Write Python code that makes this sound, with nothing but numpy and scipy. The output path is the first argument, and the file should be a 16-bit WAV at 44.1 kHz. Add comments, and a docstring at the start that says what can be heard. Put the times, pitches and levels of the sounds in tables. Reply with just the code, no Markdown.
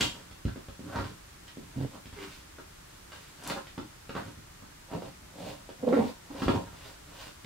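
"""Fingers on a balloon

Fingertips work over a big, tight latex balloon in a small quiet room. Taps and sudden slips make its
skin and the air inside ring, and now and then the latex snaps. Sliding fingers make a dense crackle of
tiny slips, which turns into a low rubbery groan where they grip. The walls add a short echo, and a
faint hiss lies under it all."""
import sys
import numpy as np
from scipy import signal
from scipy.fft import rfft, irfft
from scipy.io import wavfile
from scipy.ndimage import uniform_filter1d

SR = 44100
rng = np.random.default_rng(int(sys.argv[2]) if len(sys.argv) > 2 else 0)


def transcribe(u):
    """Save the signal u as a 16-bit wav file named by the first command-line argument.

    u: samples, shape (n,) or (channels, n), limited to [-1, 1]; the rate is SR.
    q: integer samples, one column per channel.
    """
    v = np.clip(np.atleast_2d(u).T, -1, 1)
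    q = np.round(v * 32767).astype(np.int16)
    wavfile.write(sys.argv[1], SR, q)


N = 328831
TIME = np.arange(N) / SR
TAIL = TIME[:SR // 2]  # half a second for a sound to die away

# Table levels are relative. A fade time (t60) is how long a sound takes to drop by 60 dB.
# The tone of the quiet room. Each row: frequency in Hz, level in dB.
ROOM_TONE = [(15, -50), (25, -2.5), (75, -3), (110, -6.5), (173, -7), (240, -14), (331, -11.5), (495, -17),
             (614, -13), (684, -16.5), (919, -15), (1530, -15.5), (2700, -20), (7910, -23), (15500, -31.5)]
# How alike left and right are in sound from all around. Each row: frequency in Hz, likeness from
# -1 (opposite) to 1 (the same).
STEREO_LIKENESS = [(80, 0.99), (150, 0.88), (300, 0.31), (600, -0.62), (1300, 0.23), (3000, -0.046),
                   (12000, -0.11)]
# The notes the balloon rings at, first the skin's, then those of the air inside.
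# Each row: pitch in Hz, level in dB, fade time in seconds.
BALLOON_NOTES = [(57.4, 5.5, 0.16), (91.8, 7, 0.1), (124, 1.5, 0.12), (186, 1, 0.088), (236.6, -0.5, 0.051),
                 (289.4, 1.5, 0.086), (410, 4, 0.046), (537.7, 5.5, 0.078), (636, -13.5, 0.36),
                 (712, -10, 0.3), (785, -27, 0.45), (941, -4.5, .2), (1040, -5, 0.16), (1066, -26, 0.4),
                 (1390, -5.5, 0.065), (1523, 3, 0.04), (2070, -5, 0.12), (2500, -14, 0.16),
                 (2826, 4, 0.044), (3320, -7, 0.25), (3585, -2, 0.13)]
# The tone of nail ticks and fingertip hiss. Each row: frequency in Hz, boost or cut in dB.
HISS_TONE = [(900, 2.5), (1900, 6), (3000, 8), (4800, 4), (6000, -2), (8500, -6.5), (11000, -12),
             (16000, -7)]
# Sharp snaps of the latex, and bright scrapes and ticks of a fingernail. Each row: start in seconds, level in
# dB, middle frequency in Hz, width of the band in Hz, fade time in seconds.
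BRIGHT_BURSTS = [(0.009, -30.5, 3160, 330, 0.21), (0.010, -26.5, 7100, 2340, 0.03),
                 (0.958, -42.5, 4200, 2000, 0.033), (5.932, -49, 2050, 450, 0.14),
                 (3.435, -48, 7000, 4500, 0.15), (3.475, -31.5, 8400, 7040, 0.018),
                 (3.499, -53, 7850, 3000, 0.097), (6.482, -47, 3260, 2300, 0.036)]
# A finger grips and judders until it lets go. Each row: start and length in seconds, first and last
# slip rate in Hz, level in dB, the octave's level against the lowest note in dB, unsteadiness (0 to 1).
FINGER_GRIPS = [(1.758, 0.049, 132, 135, -34.5, -4.5, 0.07), (1.797, 0.075, 139.5, 131.4, -32, -7.5, 0.04),
                (2.161, 0.12, 380, 416, -48, -18, 0.1), (3.792, .06, 296, 285, -45.5, -25, 0.2),
                (4.943, 0.048, 164, 162, -36, -13, 0.09), (5.826, 0.034, 272, 272, -33.5, -0.5, 0.08),
                (5.865, 0.063, 250.4, 208.6, -30, 1.5, 0.13), (5.919, 0.037, 252.5, 260, -25.5, 1.5, 0.14),
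                (5.962, 0.056, 249.5, 201.7, -25.5, -1, .07), (6.02, 0.053, 224, 217.6, -31, -14, 0.13),
                (6.054, 0.062, 221, 243, -38.5, -7.5, .05), (6.297, 0.031, 268, 282, -42, -25, 0.15),
                (6.343, .035, 290, 293, -47.5, -3, .08)]
# A finger slides, speeds up and stops; a flat, firm pad is deeper and duller than a tip.
# Each row: fastest moment, swell time and ease-off time in seconds, levels of drag, rasp and hiss
# in dB, bottom of the drag in Hz, top of the rasp in Hz.
FINGER_STROKES = [(0.023, 0.075, 0.1, -29.5, -35, -34, 80, 1220),
                  (0.15, 0.043, 0.2, -46, -51.5, -58, 90, 1490),
                  (0.84, 0.072, 0.22, -43, -76, -66, 110, 1180),
                  (0.975, 0.14, 0.13, -39.5, -33, -49, 90, 1460),
                  (1.075, 0.057, 0.11, -39, -60, -57, 65, 1400),
                  (1.48, 0.078, 0.055, -69, -63, -60, 100, 1560),
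                  (1.63, 0.07, 0.091, -48, -69, -66, 110, 1000),
                  (1.825, 0.18, 0.095, -47, -49, -53, 130, 910),
                  (1.95, 0.074, 0.052, -45, -44.5, -57, 120, 1210),
                  (2.228, 0.15, 0.087, -47, -44, -48.5, 170, 2420),
                  (2.32, 0.14, .2, -60, -62, -51.5, 150, 1810), (2.93, .2, 0.24, -68, -72, -64, 150, 1500),
                  (3.15, 0.071, 0.072, -64, -47, -55, 130, 1700),
                  (3.24, 0.18, 0.18, -74, -77, -57, 130, 1500),
                  (3.505, 0.15, 0.1, -37.5, -35.5, -42, 130, 1480),
                  (3.58, 0.057, 0.037, -51, -41, -56, 125, 1490),
                  (4.18, 0.082, 0.093, -37, -39.5, -51, 100, 1970),
                  (4.28, 0.085, 0.046, -38, -49, -56, 100, 1570),
                  (4.938, 0.068, 0.097, -41, -36.5, -51.5, 128, 910),
                  (5.061, 0.099, 0.066, -41.5, -46.5, -54.5, 110, 970),
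                  (5.399, 0.099, 0.33, -45.5, -46.5, -56, 138, 840),
                  (5.488, 0.15, 0.098, -41, -38, -49, 100, 820),
                  (5.89, 0.098, 0.071, -29, -30, -52, 150, 770),
                  (5.942, 0.027, 0.13, -37, -32.5, -48.5, 111, 2200),
                  (5.989, 0.056, 0.1, -32.5, -25, -57, 101, 1030),
                  (6.08, 0.1, 0.047, -51, -49, -48, 100, 1330),
                  (6.435, 0.2, 0.13, -42, -36.5, -45.5, 50, 1120),
                  (6.5, 0.047, 0.13, -29, -36, -50.5, 55, 950),
                  (6.551, 0.023, 0.098, -29, -30, -53, 70, 980),
                  (6.87, 0.28, 0.14, -58, -51.5, -50, 60, 1390),
                  (7.08, 0.059, 0.081, -48, -53.5, -77, 70, 1410),
                  (7.22, .2, 0.13, -73, -49, -47.5, 70, 1356),
                  (7.27, 0.032, 0.046, -49, -50, -53, 70, 1390)]
# Fingers landing or slipping free. Each row: start in seconds, thump level in dB, rough thump pitch
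# in Hz, knock level in dB, nail tick level in dB.
FINGER_TAPS = [(0.008, -20, 258, -36, -17), (0.311, -39, 80, -48.5, -44), (0.452, -15.5, 94.5, -42.5, -40),
               (0.48, -29, 109, -38.5, -45), (0.559, -27.5, 300, -40.5, -48),
               (0.684, -33.5, 100, -40.5, -43.5), (0.793, -31, 227, -60, -52),
               (0.957, -25.5, 122, -28.5, -38), (0.987, -24.5, 106, -28, -37), (1.04, -33.5, 197, -44, -39),
               (1.479, -59, 100, -55, -41.5), (1.571, -28.5, 283, -59, -53), (1.954, -43, 182, -43, -56),
               (2.056, -35.5, 130, -51, -42.5), (2.127, -37, 90, -51, -46), (2.584, -37, 396, -38.5, -51),
               (3.119, -56, 130, -39.5, -39), (3.475, -40, 200, -49, -39), (3.498, -40, 202, -31.5, -24),
               (3.563, -28.5, 524, -33, -46), (3.669, -45, 100, -47, -40), (3.778, -23.5, 232, -31, -38.5),
               (4.093, -31.5, 197, -33, -37.5), (4.151, -28.5, 197, -28.5, -37.5),
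               (4.164, -40, 300, -30.5, -46), (4.183, -47, 200, -33.5, -58), (4.374, -36.5, 123, -57, -54),
               (4.622, -38.5, 205, -45, -60), (4.914, -30, 219, -39, -55), (4.95, -28, 187, -38, -54),
               (5.022, -24.5, 545, -51, -48), (5.224, -41, 79, -55, -60), (5.691, -29, 513, -42.5, -46),
               (5.927, -16, 480, -24.5, -44), (6.42, -16.5, 285, -23, -34), (6.461, -21, 75, -50, -48),
               (6.481, -9, 340, -19, -25), (6.538, -15, 325, -51, -39), (6.671, -36, 80, -41, -58),
               (6.73, -40, 80, -41.5, -52), (7.445, -36, 94, -48, -39)]


def amp(db):
    """Turn decibels into a gain to multiply by."""
    return 10 ** (np.asarray(db) / 20)


def unit(x):
    """Scale a signal to an average strength (rms) of 1."""
    return x / np.sqrt(np.mean(x ** 2))


def fade(t60):
    """A curve that drops by 60 dB every t60 seconds."""
    return np.exp(-np.log(1000) * TAIL / t60)


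def band(x, lo_hz, hi_hz, order=2):
    """Keep what lies between two frequencies."""
    sos = signal.butter(order, [lo_hz, min(hi_hz, SR / 2 - 1)], "band", fs=SR, output="sos")
    return signal.sosfilt(sos, x + 1e-18)


def on_bins(points, size):
    """Join (Hz, value) points into a curve over a whole spectrum."""
    hz, value = np.transpose(points)
    return np.interp(np.log(np.fft.rfftfreq(size, 1 / SR) + 1), np.log(hz), value)


def colour(x, points):
    """Shape a sound's tone with (Hz, dB) points."""
    return irfft(rfft(x) * amp(on_bins(points, len(x))), len(x))


def ring(drive, response):
    """Let every push in the drive set off the response, scaled to an energy of 1."""
    return signal.fftconvolve(drive, response / np.linalg.norm(response))[:N]


def add(out, s, sound):
    """Mix a sound in, starting at s seconds."""
    start = max(int(s * SR), 0)
    out[start:start + len(sound)] += sound[:max(N - start, 0)]


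def waver(per_s):
    """A random wobble that glides to a new value per_s times a second."""
    size = int(SR / per_s)
    steps = np.repeat(rng.standard_normal(N // size + 1), size)
    return unit(uniform_filter1d(steps, size)[:N])


def diffuse(size):
    """Noise from all around: left and right are alike in the bass and unrelated in the treble."""
    like = np.clip(on_bins(STEREO_LIKENESS, size), -1, 1)
    mid, side = (irfft(rfft(rng.standard_normal(size)) * np.sqrt((1 + sign * like) / 2), size)
                 for sign in (1, -1))
    return np.array([mid + side, mid - side])


def background(noise_db=-53.5, whine_hz=14406, whine_db=-83):
    """Steady room noise and hiss with a faint electrical whine."""
    air = np.array([colour(side, ROOM_TONE) for side in diffuse(N)])
    whine = unit(band(rng.standard_normal(N), whine_hz - 25, whine_hz + 25))
    return air / air.mean(axis=0).std() * amp(noise_db) + amp(whine_db) * whine


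def room(x, echo_db, pan_db, low_t60=0.21, high_t60=0.3, build_s=0.0091):
    """Near walls add a short echo without deep bass. A positive pan_db moves the sound left."""
    low_tail = band(diffuse(len(TAIL)), 150, 1550, order=1) * fade(low_t60)
    high_tail = band(diffuse(len(TAIL)), 2780, 14400, order=1) * fade(high_t60)
    tail = (low_tail + high_tail) * np.clip(TAIL / build_s, 0, 1)
    echo = np.array([ring(x, side) for side in tail])
    pan = amp(np.array([[pan_db], [-pan_db]]) / 2)
    return (x + amp(echo_db) * echo) * pan / np.hypot(1, amp(echo_db) / 2)


def balloon(notes_db=-49):
    """How the balloon answers one slip: the skin flicks, then skin and air ring on."""
    notes = sum(amp(db) * fade(t60) * np.cos(2 * np.pi * hz * TAIL) for hz, db, t60 in BALLOON_NOTES)
    response = amp(notes_db) * notes
    response[0] += 1  # the flick
    return response


def bursts():
    """Latex snaps, or a nail scrapes or ticks, in a bright burst that dies quickly."""
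    out = np.zeros(N)
    for s, db, hz, width_hz, t60 in BRIGHT_BURSTS:
        noise = rng.standard_normal(len(TAIL))
        burst = unit(band(noise, max(hz - width_hz / 2, hz / 10), hz + width_hz / 2))
        add(out, s, amp(db) * burst * fade(t60))
    return out


def groans(attack_s=0.008, release_s=0.017, octave_fall_db=9.5, third_db=-15, slope_db=-5, grit_db=-6):
    """A gripping finger sticks and slips unevenly; the soft skin gives mostly a note and its octave."""
    out = np.zeros(N)
    jitter = waver(260)
    flutter = 1 + .45 * np.tanh([waver(170), waver(240)])
    sharpness = waver(220)  # differs from slip to slip, which roughens the overtones
    grit = unit(band(rng.standard_normal(N), 880, 2200, order=4))
    for s, length_s, first_hz, last_hz, db, octave_db, unsteady in FINGER_GRIPS:
        on = (TIME >= s) & (TIME < s + length_s)
        age = TIME[on] - s
        progress = age / length_s
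        force = amp(db) * np.minimum(age / attack_s, 1) * np.minimum((length_s - age) / release_s, 1)
        hz = (first_hz + (last_hz - first_hz) * progress) * (1 + unsteady * jitter[on])
        phase = 2 * np.pi * np.cumsum(hz) / SR
        octave = amp(octave_db + octave_fall_db * (.5 - progress))  # the groan mellows as it goes
        tone = flutter[0, on] * np.sin(phase) + flutter[1, on] * octave * np.sin(2 * phase)
        overtones = sum(amp(third_db + slope_db * k) * np.sin((k + 3) * phase) for k in range(5))
        # the skin rasps while it slips, more so when pressed harder
        rasp = amp(grit_db) * np.sqrt(np.abs(force)) * grit[on] * np.maximum(np.sin(phase), 0)
        out[on] += np.sqrt(2) * force * (tone + sharpness[on] * overtones + rasp)
    return out


def slips(per_s, spread_db):
    """Tiny slips at random moments, a few much larger than the rest."""
    happens = rng.random(N) < per_s / SR
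    return unit(happens * rng.standard_normal(N) * amp(spread_db * rng.standard_normal(N)))


def rubbing(body, drag_db=-4, rasp_db=-4.5, hiss_db=-1, whisper_db=-42, fine_share=0.79, swell_db=26):
    """Coarse slips drag and rasp the skin, and fingertip ridges add a fine hiss. Faster is louder."""
    out = np.zeros(N)
    coarse = slips(per_s=1500, spread_db=2.64)
    fine = unit((1 - fine_share) * coarse + fine_share * slips(per_s=7000, spread_db=4.2))
    whisper = unit(band(rng.standard_normal(N), 6000, 9200, order=1))
    bright_body = colour(np.roll(body, shift=64), HISS_TONE)
    for s, swell_s, ease_s, low_db, mid_db, high_db, low_hz, top_hz in FINGER_STROKES:
        from_peak = np.maximum((s - TIME) / swell_s, (TIME - s) / ease_s)
        on = from_peak < 2
        start = TIME[on][0]
        speed = amp(-swell_db * from_peak[on] ** 1.165)  # power 1 gives a pointed peak, 2 a round one
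        drag = ring(coarse[on] * speed, band(body, low_hz, 310))
        rasp = ring(coarse[on] * speed, band(body, top_hz / 2.7, top_hz, order=3))
        hiss = ring(fine[on] * speed, bright_body)
        for part, db in ((drag, low_db + drag_db), (rasp, mid_db + rasp_db), (hiss, high_db + hiss_db)):
            add(out, start, amp(db) * part)
        # even a light touch whispers
        add(out, start, amp(whisper_db) * whisper[on] * np.sqrt(amp(high_db) * speed))
    return out


def taps(body, thump_db=-3, knock_db=1, tick_db=1, scuff_db=-12, nail_rise_s=0.0016):
    """The pad of the finger thumps and knocks; the nail settles and scuffs for a moment."""
    out = np.zeros(N)
    for s, low_db, hz, mid_db, high_db in FINGER_TAPS:
        pad = amp(scuff_db) * rng.standard_normal(len(TAIL)) * fade(t60=0.052)
        pad[0] += 1  # the hit itself
        nail = rng.standard_normal(len(TAIL)) * fade(t60=0.036) * np.minimum(TAIL / nail_rise_s, 1)
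        soft_push = band(body, hz / 1.82, hz * 1.45, order=1)
        thump = band(soft_push, hz / 3, hz + 330)
        knock = band(ring(pad, body), 330, 1460, order=3)
        tick = colour(band(ring(nail, body), 1140, 5500, order=1), HISS_TONE)
        parts = (thump, low_db + thump_db), (knock, mid_db + knock_db), (tick, high_db + tick_db)
        for part, db in parts:
            add(out, s, amp(db) * part / np.abs(part).max())
    return out


def scene(groan_lag_s=0.00025):
    """Put it all in the room: fingers a little right of centre, sharp bursts a little left."""
    body = balloon()
    left, right = room(groans(), echo_db=-2, pan_db=-2, low_t60=0.14)
    late_left = np.interp(TIME - groan_lag_s, TIME, left)  # the groan reaches the left side later
    groaning = np.array([late_left, right])
    tapping = room(taps(body), echo_db=4.5, pan_db=-0.8)
    bursting = room(bursts(), echo_db=0, pan_db=1)
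    sliding = room(rubbing(body), echo_db=-0.5, pan_db=-1)
    return background() + bursting + groaning + sliding + tapping


def record(dry, top_hz=15730):
    """Cut away the very highest treble."""
    return signal.sosfilt(signal.ellip(12, .1, 80, top_hz, fs=SR, output="sos"), dry)


dry = scene()
out = record(dry)
transcribe(out)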